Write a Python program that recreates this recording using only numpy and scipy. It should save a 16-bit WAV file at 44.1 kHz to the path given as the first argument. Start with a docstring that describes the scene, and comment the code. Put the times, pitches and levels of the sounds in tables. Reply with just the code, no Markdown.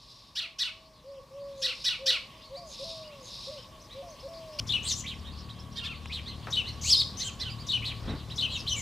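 """A sparrow scolds in a stone village lane while collared doves coo and far birds wheeze and twitter.
At 4.6 s the morning scene cuts to a fig tree: sparrows cheep over the drone of a distant engine,
with a few ticks and one puff of wind on the microphone. Sparrow notes are arched whistles roughened
by buzz and rasp, coos are nearly pure tones, wheezes are trilled whistles in hiss, and the engine
is a stack of low harmonics. Walls and roofs give the birds a short echo and a tail."""
import sys
import numpy as np
from scipy import signal
from scipy.fft import rfft, irfft, next_fast_len
from scipy.io import wavfile

SR = 44100
rng = np.random.default_rng(int(sys.argv[2]) if len(sys.argv) > 2 else 0)


def int16_out(signal):
    """Quantize to a 16-bit WAV file."""
    q = np.round(np.clip(np.atleast_2d(signal).T, -1, 1) * 32767)
    wavfile.write(sys.argv[1], SR, q.astype(np.int16))


N = 388521
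T = np.arange(N) / SR
CUT_S = 4.6  # from the lane to the fig tree
CHEST_HZ, COO_RISE_S = 553, 0.0945
COO_START, COO_END, BREAK_END = .89, .89, .74  # shares of a hoot's top pitch
BREAK_DB, BREAK_OVERLAP_S = -8, 0.011  # a dove's upper voice is softer and overlaps its chest voice

# Colour of the air bed in each place: (frequency [Hz], relative level [dB])
LANE_AIR_COLOUR = [(15, -36), (25, -10), (46, 1), (80, -4), (119, -0.5), (148, -5), (183, -5.5),
                   (378, -13.5), (469, -14), (614, -10), (722, -17.5), (1110, -11), (1300, -24.5),
                   (4870, -19), (6920, -29.5), (15500, -38)]
TREE_AIR_COLOUR = [(15, -35), (25, -16), (50, -1.5), (95, -2), (349, -16.5), (762, -21), (895, -22.5),
                   (1110, -17), (1300, -27.5), (1490, -28), (2490, -30), (3090, -24), (4040, -26),
                   (5880, -34.5), (15500, -47.5)]
# Fader moves of those beds: (time [s], level [dB])
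LANE_AIR_FADER = [(.7, -59.5), (1.5, -55), (4.6, -50)]
TREE_AIR_FADER = [(4.602, -44), (5.5, -47.5), (6.5, -45.2), (8.2, -44), (8.8, -42)]
# Colour of a narrow hiss: (frequency [Hz], relative level [dB])
HISS_COLOUR = [(850, -15), (1040, -9.5), (1120, 6), (1190, -13), (1320, -23)]
# Distant engine: (time [s], firing rate [Hz], second order [relative dB], third order [relative dB])
ENGINE_MOVES = [(4.62, 38.0, -47, -42.5), (5.27, 37.35, -44, -55), (5.29, 37.3, -40, -64),
                (5.5, 37.6, -51.5, -47), (6.13, 37.92, -43.5, -55), (6.48, 37.3, -50, -45),
                (6.9, 38.01, -42, -46), (7.25, 37.9, -54, -56), (7.55, 38.0, -43, -42),
                (7.61, 38.0, -53, -46.5), (8.11, 37.26, -38.5, -40.5), (8.19, 38.04, -50, -44.5),
                (8.64, 37.9, -47, -46.5), (8.8, 38.0, -48, -40)]
# Its higher harmonics: (order, relative level [dB])
ENGINE_UPPER_ORDERS = [(4, -54), (5, -57.5), (6, -57), (7, -62.5)]
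# Colour of wind on the microphone: (frequency [Hz], relative level [dB])
PUFF_COLOUR = [(25, -11), (50, -0.5), (90, -15), (140, -11), (210, -11.5), (400, -18.5), (900, -27.5),
               (2000, -31), (5000, -47), (9000, -75)]
# Small dry ticks: (time [s], level [dB], centre [Hz], decay [s])
TICK_CUES = [(6.058, -30.5, 2260, .0015), (6.471, -34, 1298, 0.0059), (6.482, -39.5, 1180, 0.027)]
# A far bird's wheezes: (time [s], length [s], level [dB])
WHEEZE_CUES = [(-.1, 0.5, -55.5), (1.587, 0.44, -47), (2.683, 0.42, -44), (3.234, 0.44, -45)]
# Colours of a wheeze's hiss and of its opening squeal: (frequency [Hz], relative level [dB])
WHEEZE_HISS_COLOUR = [(2400, -11), (3100, -9), (3700, 3), (4500, -1.5), (5400, 1.5), (5900, -10),
                      (8000, -20), (10500, -21), (12500, -29)]
WHEEZE_ONSET_COLOUR = [(5200, -23), (6400, 9), (7200, -2.5), (8500, -16), (11000, -8.5), (12500, -30)]
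# Plain coos of a near and a far dove: (time [s], length [s], top pitch [Hz], level [dB])
PLAIN_COO_CUES = [(0.381, 0.19, 668, -62.5), (.66, .42, 648, -62.5), (1.035, 0.178, 558, -42.5),
                  (1.299, 0.41, 564, -41), (1.985, .14, 544, -40), (1.99, .22, 660, -58),
                  (2.28, .45, 635, -63), (3.629, .22, 636, -60.5)]
# Coos that break upward: (time [s], delay to the break [s], length [s], upper pitch [Hz],
# chest voice level [dB])
BROKEN_COO_CUES = [(2.496, 0.067, 0.23, 703, -39.5), (2.786, 0.051, .47, 659, -38.5),
                   (3.463, 0.039, .15, 620, -38), (3.939, 0.079, 0.22, 706, -39),
                   (4.222, .05, .5, 665, -38.5)]
# Notes of each sparrow syllable, overlapping when both sides of the syrinx sound: (delay [s], rise [s],
# fall [s], start [Hz], middle [Hz], end [Hz], relative level [dB], roughness); each call transposes them
SYLLABLE_NOTES = { "scold": [(0, 0.0124, 0.023, 5056, 4940, 4750, -8, 0.53),
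                  (.002, .038, .022, 2850, 3900, 2400, -1.5, 0.31),
                  (.052, .012, .042, 4297, 4250, 3900, -15.5, .3),
                  (.055, .022, .046, 2447, 2900, 2000, -9.3, 0.21)],
                  "cheep": [(0, 0.018, .018, 6300, 5410, 4900, -21, 1.2),
                  (.022, .015, .026, 3400, 3840, 3020, -5, 0.24),
                  (.052, .006, .012, 3500, 4004, 3130, -6, 0.44),
                  (.058, .006, .022, 4250, 4300, 4000, -13.5, .15),
                  (.065, 0.0119, .047, 2750, 3060, 2448, -2.5, 0.14)],
                  "arch": [(0, 0.0239, 0.0116, 2047, 2500, 2750, -5, 0.22),
                  (.022, .022, .066, 2748, 3945, 2154, 0, 0.48)],
                  "tweet": [(0, .034, 0.0252, 3100, 4100, 3800, -1, 0.24)],
                  "chirp": [(0, 0.01994, .024, 4860, 4910, 4720, -10, .9),
                  (.005, .032, 0.0202, 3295, 4050, 2800, -1, 0.36),
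                  (.056, .022, .044, 2800, 3080, 2250, -6.5, .18)],
                  "chip": [(0, .023, .015, 3000, 5250, 4070, 3, 0.3)],
                  "slur": [(0, .024, 0.024, 2610, 3990, 3100, -1.5, .35),
                  (.035, .03, .035, 3450, 3047, 2750, -1, .1),
                  (.09, .02, .045, 2750, 2250, 2000, -13.5, .1)],
                  "squeak": [(0, .03, .022, 5700, 6150, 5520, -3, 0.47),
                  (.052, .034, .035, 5720, 7350, 6220, -7, 0.84)],
                  "squeal": [(0, .038, .03, 6400, 8450, 7340, -7.5, 0.86),
                  (.01, .055, .035, 2800, 4370, 3440, -.5, 0.7),
                  (.045, .035, .028, 8000, 6700, 5200, 0, .8)],
                  "shout": [(0, .07, .026, 5900, 6810, 7600, -18.5, 1.3),
                  (.02, .05, 0.035, 4450, 4200, 3630, -19, .9),
                  (.03, .082, .028, 2200, 3455, 2980, -18.5, 0.24),
                  (.079, .022, .03, 4104, 5360, 4290, -3, 0.46),
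                  (.112, .018, 0.018, 4450, 4200, 3750, -6, 0.33),
                  (.142, 0.0159, .018, 4400, 5200, 4600, -10, .33),
                  (.15, 0.0202, 0.027, 3390, 3670, 3900, -13, 0.22),
                  (.168, .014, .033, 4700, 4950, 3150, -8, 0.36)],
                  "chord": [(0, .04, .055, 2900, 3350, 2596, -3.5, .18),
                  (0, .035, .05, 3800, 4150, 3550, -2.5, .27), (.02, .035, .035, 7700, 7100, 5800, -15, .4),
                  (.08, .025, .022, 5800, 5200, 4890, -8.5, 1)], }
# Timbre of each syllable: (half-pitch line [dB], buzz depth, buzz rate [Hz],
# lag of loudness behind pitch [s], note start [relative dB], note end [relative dB])
SYLLABLE_VOICES = {"scold": (-17, 2.9, 480.5, .001, -20.5, -13), "cheep": (-37, 1.14, 491, 0, -12, -18),
                   "arch": (-29, 2, 309.5, 0, -6, -11), "tweet": (-16, .8, 522, .002, -11, -18),
                   "slur": (-48, 1, 400, .001, -15, -14), "squeak": (-16.5, 0.5, 260, 0.2, -6, -10),
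                   "squeal": (-27, 1.1, 451, 0.3, -12, -13), "shout": (-40, 1.0, 332, 0.1, -12, -11.5),
                   "chord": (-34, 0.7, 330, 0.1, -13, -9), "chip": (-19, .6, 370, .001, -12, -22),
                   "chirp": (-16.5, 1.5, 450.5, .001, -16, -15.5)}
# Sparrow calls in each place: (time [s], syllable, pitch [ratio], level [dB], left minus right [dB])
LANE_SPARROW_CUES = [(.350, "scold", .97, -29, 0), (.582, "scold", 1.023, -26, 0.2),
                     (1.615, "scold", 1.016, -25, 0.5), (1.838, "scold", 1.02, -23.5, 0),
                     (2.056, "scold", 1.013, -20, 0), (2.425, "tweet", 1.1, -52, 0),
                     (2.545, "tweet", 1.15, -44.5, 0), (3.025, "tweet", 0.71, -54, 0),
                     (3.100, "tweet", 0.68, -54, 0), (3.560, "tweet", .76, -51.5, 0),
                     (3.800, "chip", 1.15, -57.5, 0), (3.895, "tweet", .97, -47, 0),
                     (4.085, "chip", 1.23, -56.5, 0), (4.185, "chip", 1.02, -54, 0),
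                     (4.330, "chip", .92, -55.5, 0), (4.584, "scold", 0.95, -21, 1.5)]
TREE_SPARROW_CUES = [(4.666, "cheep", .97, -23, 4.5), (4.826, "squeal", .97, -31.5, 1),
                     (4.895, "squeak", .97, -33, 5.5), (5.036, "arch", .94, -39, -1),
                     (5.245, "tweet", .93, -46.5, -4), (5.372, "chip", 0.96, -56.5, -2),
                     (5.485, "chip", 0.76, -48.5, -1), (5.580, "chip", 1.03, -53.5, -3),
                     (5.752, "chirp", .92, -35, -3), (5.828, "chirp", .89, -34, 1.5),
                     (6.095, "arch", 1, -36.5, 0.5), (6.255, "tweet", 1.02, -39, -2),
                     (6.500, "cheep", 1, -23, 3.5), (6.652, "tweet", 1.034, -37.5, -1),
                     (6.810, "shout", 1, -15.3, 1.5), (7.168, "squeak", 1.014, -35, 6.5),
                     (7.186, "chirp", 1.03, -32, -1.5), (7.389, "chirp", 1.004, -32.3, -3),
                     (7.480, "tweet", 1.19, -44.5, -4), (7.578, "tweet", 1.18, -45.5, -3),
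                     (7.663, "cheep", 1.013, -23, 3.5), (7.820, "arch", 1.03, -34.5, .5),
                     (8.070, "tweet", 0.96, -43.5, -4), (8.296, "chip", .76, -44, -2),
                     (8.355, "cheep", 1.01, -23, 3.5), (8.488, "chord", 1, -33.5, 1),
                     (8.662, "slur", 1.004, -28, 1), (8.690, "squeak", 0.99, -33.5, 5)]


def undb(db):
    """Decibels to gain."""
    return 10 ** (np.asarray(db) / 20)


def curve(rows):
    """The columns of a table, joined by straight lines in time."""
    times, *columns = np.transpose(rows)
    return [np.interp(T, times, column) for column in columns]


def phase_of(hz):
    """Running phase of a gliding pitch."""
    return 2 * np.pi * np.cumsum(hz) / SR


def wander(rate, size=N):
    """Smooth random drift of spread 1 that changes about rate times a second."""
    place = np.arange(size) * rate / SR
    points = rng.standard_normal(int(place[-1]) + 4)
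    fine = signal.resample_poly(points, 8, 1)
    return np.interp(place, np.arange(len(fine)) / 8, fine)


def coloured(colour, size=N):
    """Noise of rms 1, shaped by (frequency [Hz], relative level [dB]) points."""
    hz, db = np.transpose(colour)
    padded = next_fast_len(size)
    bins = np.maximum(np.fft.rfftfreq(padded, 1 / SR), 1)
    gain = undb(np.interp(np.log(bins), np.log(hz), db, left=-90, right=-90))
    noise = irfft(rfft(rng.standard_normal(padded)) * gain, padded)[:size]
    return noise / noise.std()


def pan(x, pan_db):
    """Place a sound by its level, left minus right."""
    return x * undb(np.array([[pan_db], [-pan_db]]) / 2)


def diffuse(colour, side_db, pan_db, mono_below_hz=500):
    """Noise from all around; two close microphones get the same bass."""
    side = signal.lfilter(*signal.butter(1, mono_below_hz, "high", fs=SR), coloured(colour))
    return pan(coloured(colour), pan_db) + undb(side_db) * side * np.array([[1], [-1]])


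def add(track, s, sound):
    """Mix a sound in at a time."""
    start = max(int(s * SR), 0)
    part = sound[..., :max(N - start, 0)]
    track[..., start:start + part.shape[-1]] += part


def arch(t, top_s, length):
    """How far a note is from its turning point: the rise runs from 1 to 0, then the fall from 0 to 1."""
    top_s = np.clip(top_s, .002, length - .002)
    return np.clip(1 - t / top_s, 0, 1), np.clip((t - top_s) / (length - top_s), 0, 1)


def fades(t, length, edge_s):
    """Straight fade-in and fade-out."""
    return np.clip(np.minimum(t, length - t) / edge_s, 0, 1)


def outdoors(x, echo_s, echo_db, tail_db, t60_s, damp_hz, side_db=-9):
    """A rough wall answers once; roofs and stones scatter a dull tail."""
    t = np.arange(int(.7 * SR)) / SR
    mid, side = rng.standard_normal((2, len(t)))
    wide = mid + undb(side_db) * side * np.array([[1], [-1]])
    scatter = signal.lfilter(*signal.butter(1, damp_hz, fs=SR), wide)
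    tail = scatter * np.minimum(t / 0.014, 1) * undb(-60 * t / t60_s)
    echo = scatter * np.exp(-np.abs(t - echo_s) / 0.0011)
    response = sum(undb(db) * part / np.sqrt(np.sum(part ** 2) / 2)
                   for part, db in ((tail, tail_db), (echo, echo_db)))
    return x + signal.fftconvolve(x, response, axes=1)[:, :N]


def air(colour, fader, side_db, pan_db, chatter_db=4.0, band_hz=800):
    """A bed of far rumble and soft hiss; bands in the birds' range flicker with distant chatter."""
    bed = diffuse(colour, side_db, pan_db)
    for low_hz in range(2600, 5800, band_hz):
        bandpass = signal.butter(2, [low_hz, low_hz + band_hz], "band", fs=SR, output="sos")
        bed = bed + signal.sosfiltfilt(bandpass, bed) * (undb(chatter_db * wander(22)) - 1)
    return bed * undb(curve(fader)[0] + .5 * wander(5.04))


def narrow_hiss():
    """A faint band of noise near 1.1 kHz that fades up and then holds."""
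    fade_up = undb(np.interp(T, [0, 3], [-6, 0]))
    return undb(-60.5) * diffuse(HISS_COLOUR, side_db=-21, pan_db=-6.5) * fade_up


def engine():
    """Low harmonics of a distant engine's firing rate, wavering on the way."""
    firing_hz, second_db, third_db = curve(ENGINE_MOVES)
    phase = phase_of(firing_hz)
    orders = [(2, second_db), (3, third_db)] + ENGINE_UPPER_ORDERS
    drone = sum(undb(db + 1.5 * wander(7.6)) * np.sin(order * (phase + 0.064 * wander(6)))
                for order, db in orders)
    return pan(np.sqrt(2) * undb(-1.1) * drone, 5.4)


def wind_puff(s=8.11, width_s=0.046, db=-33.5):
    """Wind brushes the microphone once: a short, bassy swell."""
    swell = undb(db) * np.exp(-.5 * ((T - s) / width_s) ** 2)
    return swell * diffuse(PUFF_COLOUR, side_db=-16, pan_db=0)


def ticks():
    """Brief knocks: bursts of noise that die at once."""
    out, t = np.zeros(N), np.arange(SR // 10) / SR
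    for s, db, hz, decay_s in TICK_CUES:
        burst = coloured([(hz / 8, -8), (hz, 0), (hz * 2, -10), (hz * 5, -28)], len(t))
        add(out, s, undb(db) * np.exp(-t / decay_s) * burst)
    return pan(out, 0.97)


def far_flock(start_s, end_s, db, pitch, count):
    """Far sparrows twitter at random, washed in reflections from walls and roofs."""
    names = ("tweet", "chip", "arch", "chip")
    calls = []
    for i, (when, high, far) in enumerate(rng.random((count, 3))):
        s = start_s + (end_s - start_s) * (i + when) / count
        calls.append((s, names[i % len(names)], pitch * (.85 + .35 * high), db - 6 * far, 0))
    return outdoors(sparrows(calls), echo_s=.045, echo_db=-5.5, tail_db=-4.5, t60_s=0.56, damp_hz=6000)


def wheezes(onset_db=-8, onset_s=0.03, trill_hz=75, whistle_hz=4450, sweep=0.159):
    """A far bird's hoarse buzz: a thin squeal, then a fast-trilled whistle blurred by distance."""
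    swell = sum(undb(db) * np.interp((T - s) / length, [0, .15, .55, 1], [0, 1, 1, 0])
                for s, length, db in WHEEZE_CUES)
    onset = sum(undb(db + onset_db) * np.exp(-.5 * ((T - s - .035) / onset_s) ** 2)
                for s, _, db in WHEEZE_CUES)
    trill = np.sin(phase_of(trill_hz * (1 + .23 * wander(40))))
    hz = whistle_hz * (1 + sweep * trill + .03 * wander(150))
    whistle = undb(-8.5) * swell * np.sqrt(2) * np.sin(phase_of(hz))
    voice = outdoors(pan(whistle, 0), echo_s=.03, echo_db=-6, tail_db=-4, t60_s=.4, damp_hz=8000)
    hiss = undb(-1) * swell * diffuse(WHEEZE_HISS_COLOUR, side_db=-21, pan_db=0)
    squeal = onset * diffuse(WHEEZE_ONSET_COLOUR, side_db=-13, pan_db=-1)
    return (voice + (hiss + squeal) * (1 + .2 * trill)) * undb(1.3 * wander(45))


def hoot(length, top_s, top_hz, end_share, db, start_db=-16, end_db=-8):
    """A dove's nearly pure tone rises quickly to its top and sags as it fades."""
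    t = np.arange(int(length * SR)) / SR
    rise, fall = arch(t, top_s, length)
    hz = top_hz * (1 - (1 - COO_START) * rise ** 2 - (1 - end_share) * fall ** 2.1)
    phase = phase_of(hz * (1 + 0.0026 * wander(53, len(t))))
    swell = undb(db + start_db * rise ** 2 + end_db * fall ** 2 + 0.25 * wander(25, len(t)))
    tone = np.sin(phase) + undb(-32) * np.sin(2 * phase)
    return np.sqrt(2) * tone * swell * fades(t, length, edge_s=0.012)


def doves(rise_share=.45, chest_rise_share=0.78, leap_s=.008):
    """Plain coos are one hoot; broken coos leap from the chest voice to a higher, sinking one."""
    out = np.zeros(N)
    for s, length, top_hz, db in PLAIN_COO_CUES:
        add(out, s, hoot(length, min(COO_RISE_S, rise_share * length), top_hz, COO_END, db))
    for s, break_s, length, upper_hz, db in BROKEN_COO_CUES:
        chest_s = break_s + BREAK_OVERLAP_S
        add(out, s, hoot(chest_s, chest_rise_share * chest_s, CHEST_HZ, 0.98, db, end_db=-3))
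        add(out, s + break_s, hoot(length - break_s, leap_s, upper_hz, BREAK_END, db + BREAK_DB))
    return pan(out, .45)


def syrinx_note(shape, voice, ratio, breath_db, bend=.8, rasp_hz=1100, jitter=0.0188):
    """One side of a sparrow's syrinx: an arched whistle, shaken by a fast buzz and random rasp."""
    rise_s, fall_s, start_hz, middle_hz, end_hz, db, rough = shape
    half_db, buzz_depth, buzz_hz, lag_s, start_db, end_db = voice
    length = rise_s + fall_s
    size = int(length * SR)
    t = np.arange(size) / SR
    rise, fall = ((1 - np.cos(np.pi * bend * x)) / (1 - np.cos(np.pi * bend))
                  for x in arch(t, rise_s, length))
    hz = middle_hz + (start_hz - middle_hz) * rise + (end_hz - middle_hz) * fall
    # effort peaks up to lag_s after the pitch turns; the voice is loudest and roughest there
    before, after = arch(t, rise_s + lag_s, length)
    swell = undb(db + start_db * before ** 2 + end_db * after ** 2) * fades(t, length, edge_s=0.0046)
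    rough = rough * (1 - 0.22 * (before + after))
    phase = phase_of(ratio * hz * (1 + jitter * wander(200.5, size)))
    # the buzz puts regular sidebands around the whistle; the rasp smears it into a band
    shake = phase_of(buzz_hz * (1 + 0.036 * wander(99.0, size)))
    depth = rough * buzz_depth
    buzz = (1 + .5 * depth * np.cos(shake)) * np.exp(1j * depth * np.sin(shake))
    rasp = wander(rasp_hz, size) + 1j * wander(rasp_hz, size) + rough * wander(3 * rasp_hz, size)
    whistle = np.exp(1j * phase) * (buzz + rough * rasp) / np.sqrt(1 + 2 * rough ** 2)
    overtones = undb(-26) * np.exp(1j * phase) + undb(-36) * np.exp(2j * phase) * (hz < SR / 8)
    # alternate cycles differ a little, which adds lines at half and one and a half times the pitch
    half_lines = np.exp(1j * phase / 2) + 0.54 * np.exp(3j * phase / 2)
    tone = whistle * (1 + overtones) + undb(half_db) * (1 + 0.4 * np.cos(shake)) * half_lines
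    breath = undb(breath_db) * rough * coloured([(1200, -17), (4000, 14), (11000, 5), (16000, -8)], size)
    return np.sqrt(2) * (np.imag(tone) + breath) * swell


def sparrows(calls, breath_db=-24):
    """Each call sounds the notes of its syllable, transposed and panned."""
    out = np.zeros((2, N))
    for s, name, ratio, db, pan_db in calls:
        for delay_s, *shape in SYLLABLE_NOTES[name]:
            note = syrinx_note(shape, SYLLABLE_VOICES[name], ratio, breath_db)
            add(out, s + delay_s, pan(undb(db) * note, pan_db))
    return out


def scene():
    """The lane, then a hard cut to the fig tree; the narrow hiss runs under both."""
    lane = outdoors(sparrows(LANE_SPARROW_CUES, breath_db=-12.5),
                    echo_s=0.0327, echo_db=-16, tail_db=-9.5, t60_s=0.34, damp_hz=11160)
    lane += outdoors(doves(), echo_s=0.0436, echo_db=-41, tail_db=-19, t60_s=0.58, damp_hz=3040)
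    lane += far_flock(0.76, 1.8, db=-67.5, pitch=1, count=10)
    lane += far_flock(2.0, 4.5, db=-58.5, pitch=0.96, count=24)
    lane += wheezes() + air(LANE_AIR_COLOUR, LANE_AIR_FADER, side_db=-15.5, pan_db=2)
    tree = outdoors(sparrows(TREE_SPARROW_CUES, breath_db=-16.0),
                    echo_s=0.0146, echo_db=-12, tail_db=-12.5, t60_s=0.42, damp_hz=9100, side_db=-11)
    tree += far_flock(4.2, 8.7, db=-56.5, pitch=0.96, count=28)
    tree += ticks() + engine() + wind_puff()
    tree += air(TREE_AIR_COLOUR, TREE_AIR_FADER, side_db=-12.5, pan_db=1)
    return np.where(T < CUT_S, lane, tree) + narrow_hiss()


def record(dry):
    """A steep low-pass takes off the top above 15.8 kHz."""
    return signal.sosfilt(signal.ellip(10, .2, 70, 15800, fs=SR, output="sos"), dry)


dry = scene()
out = record(dry)
int16_out(out)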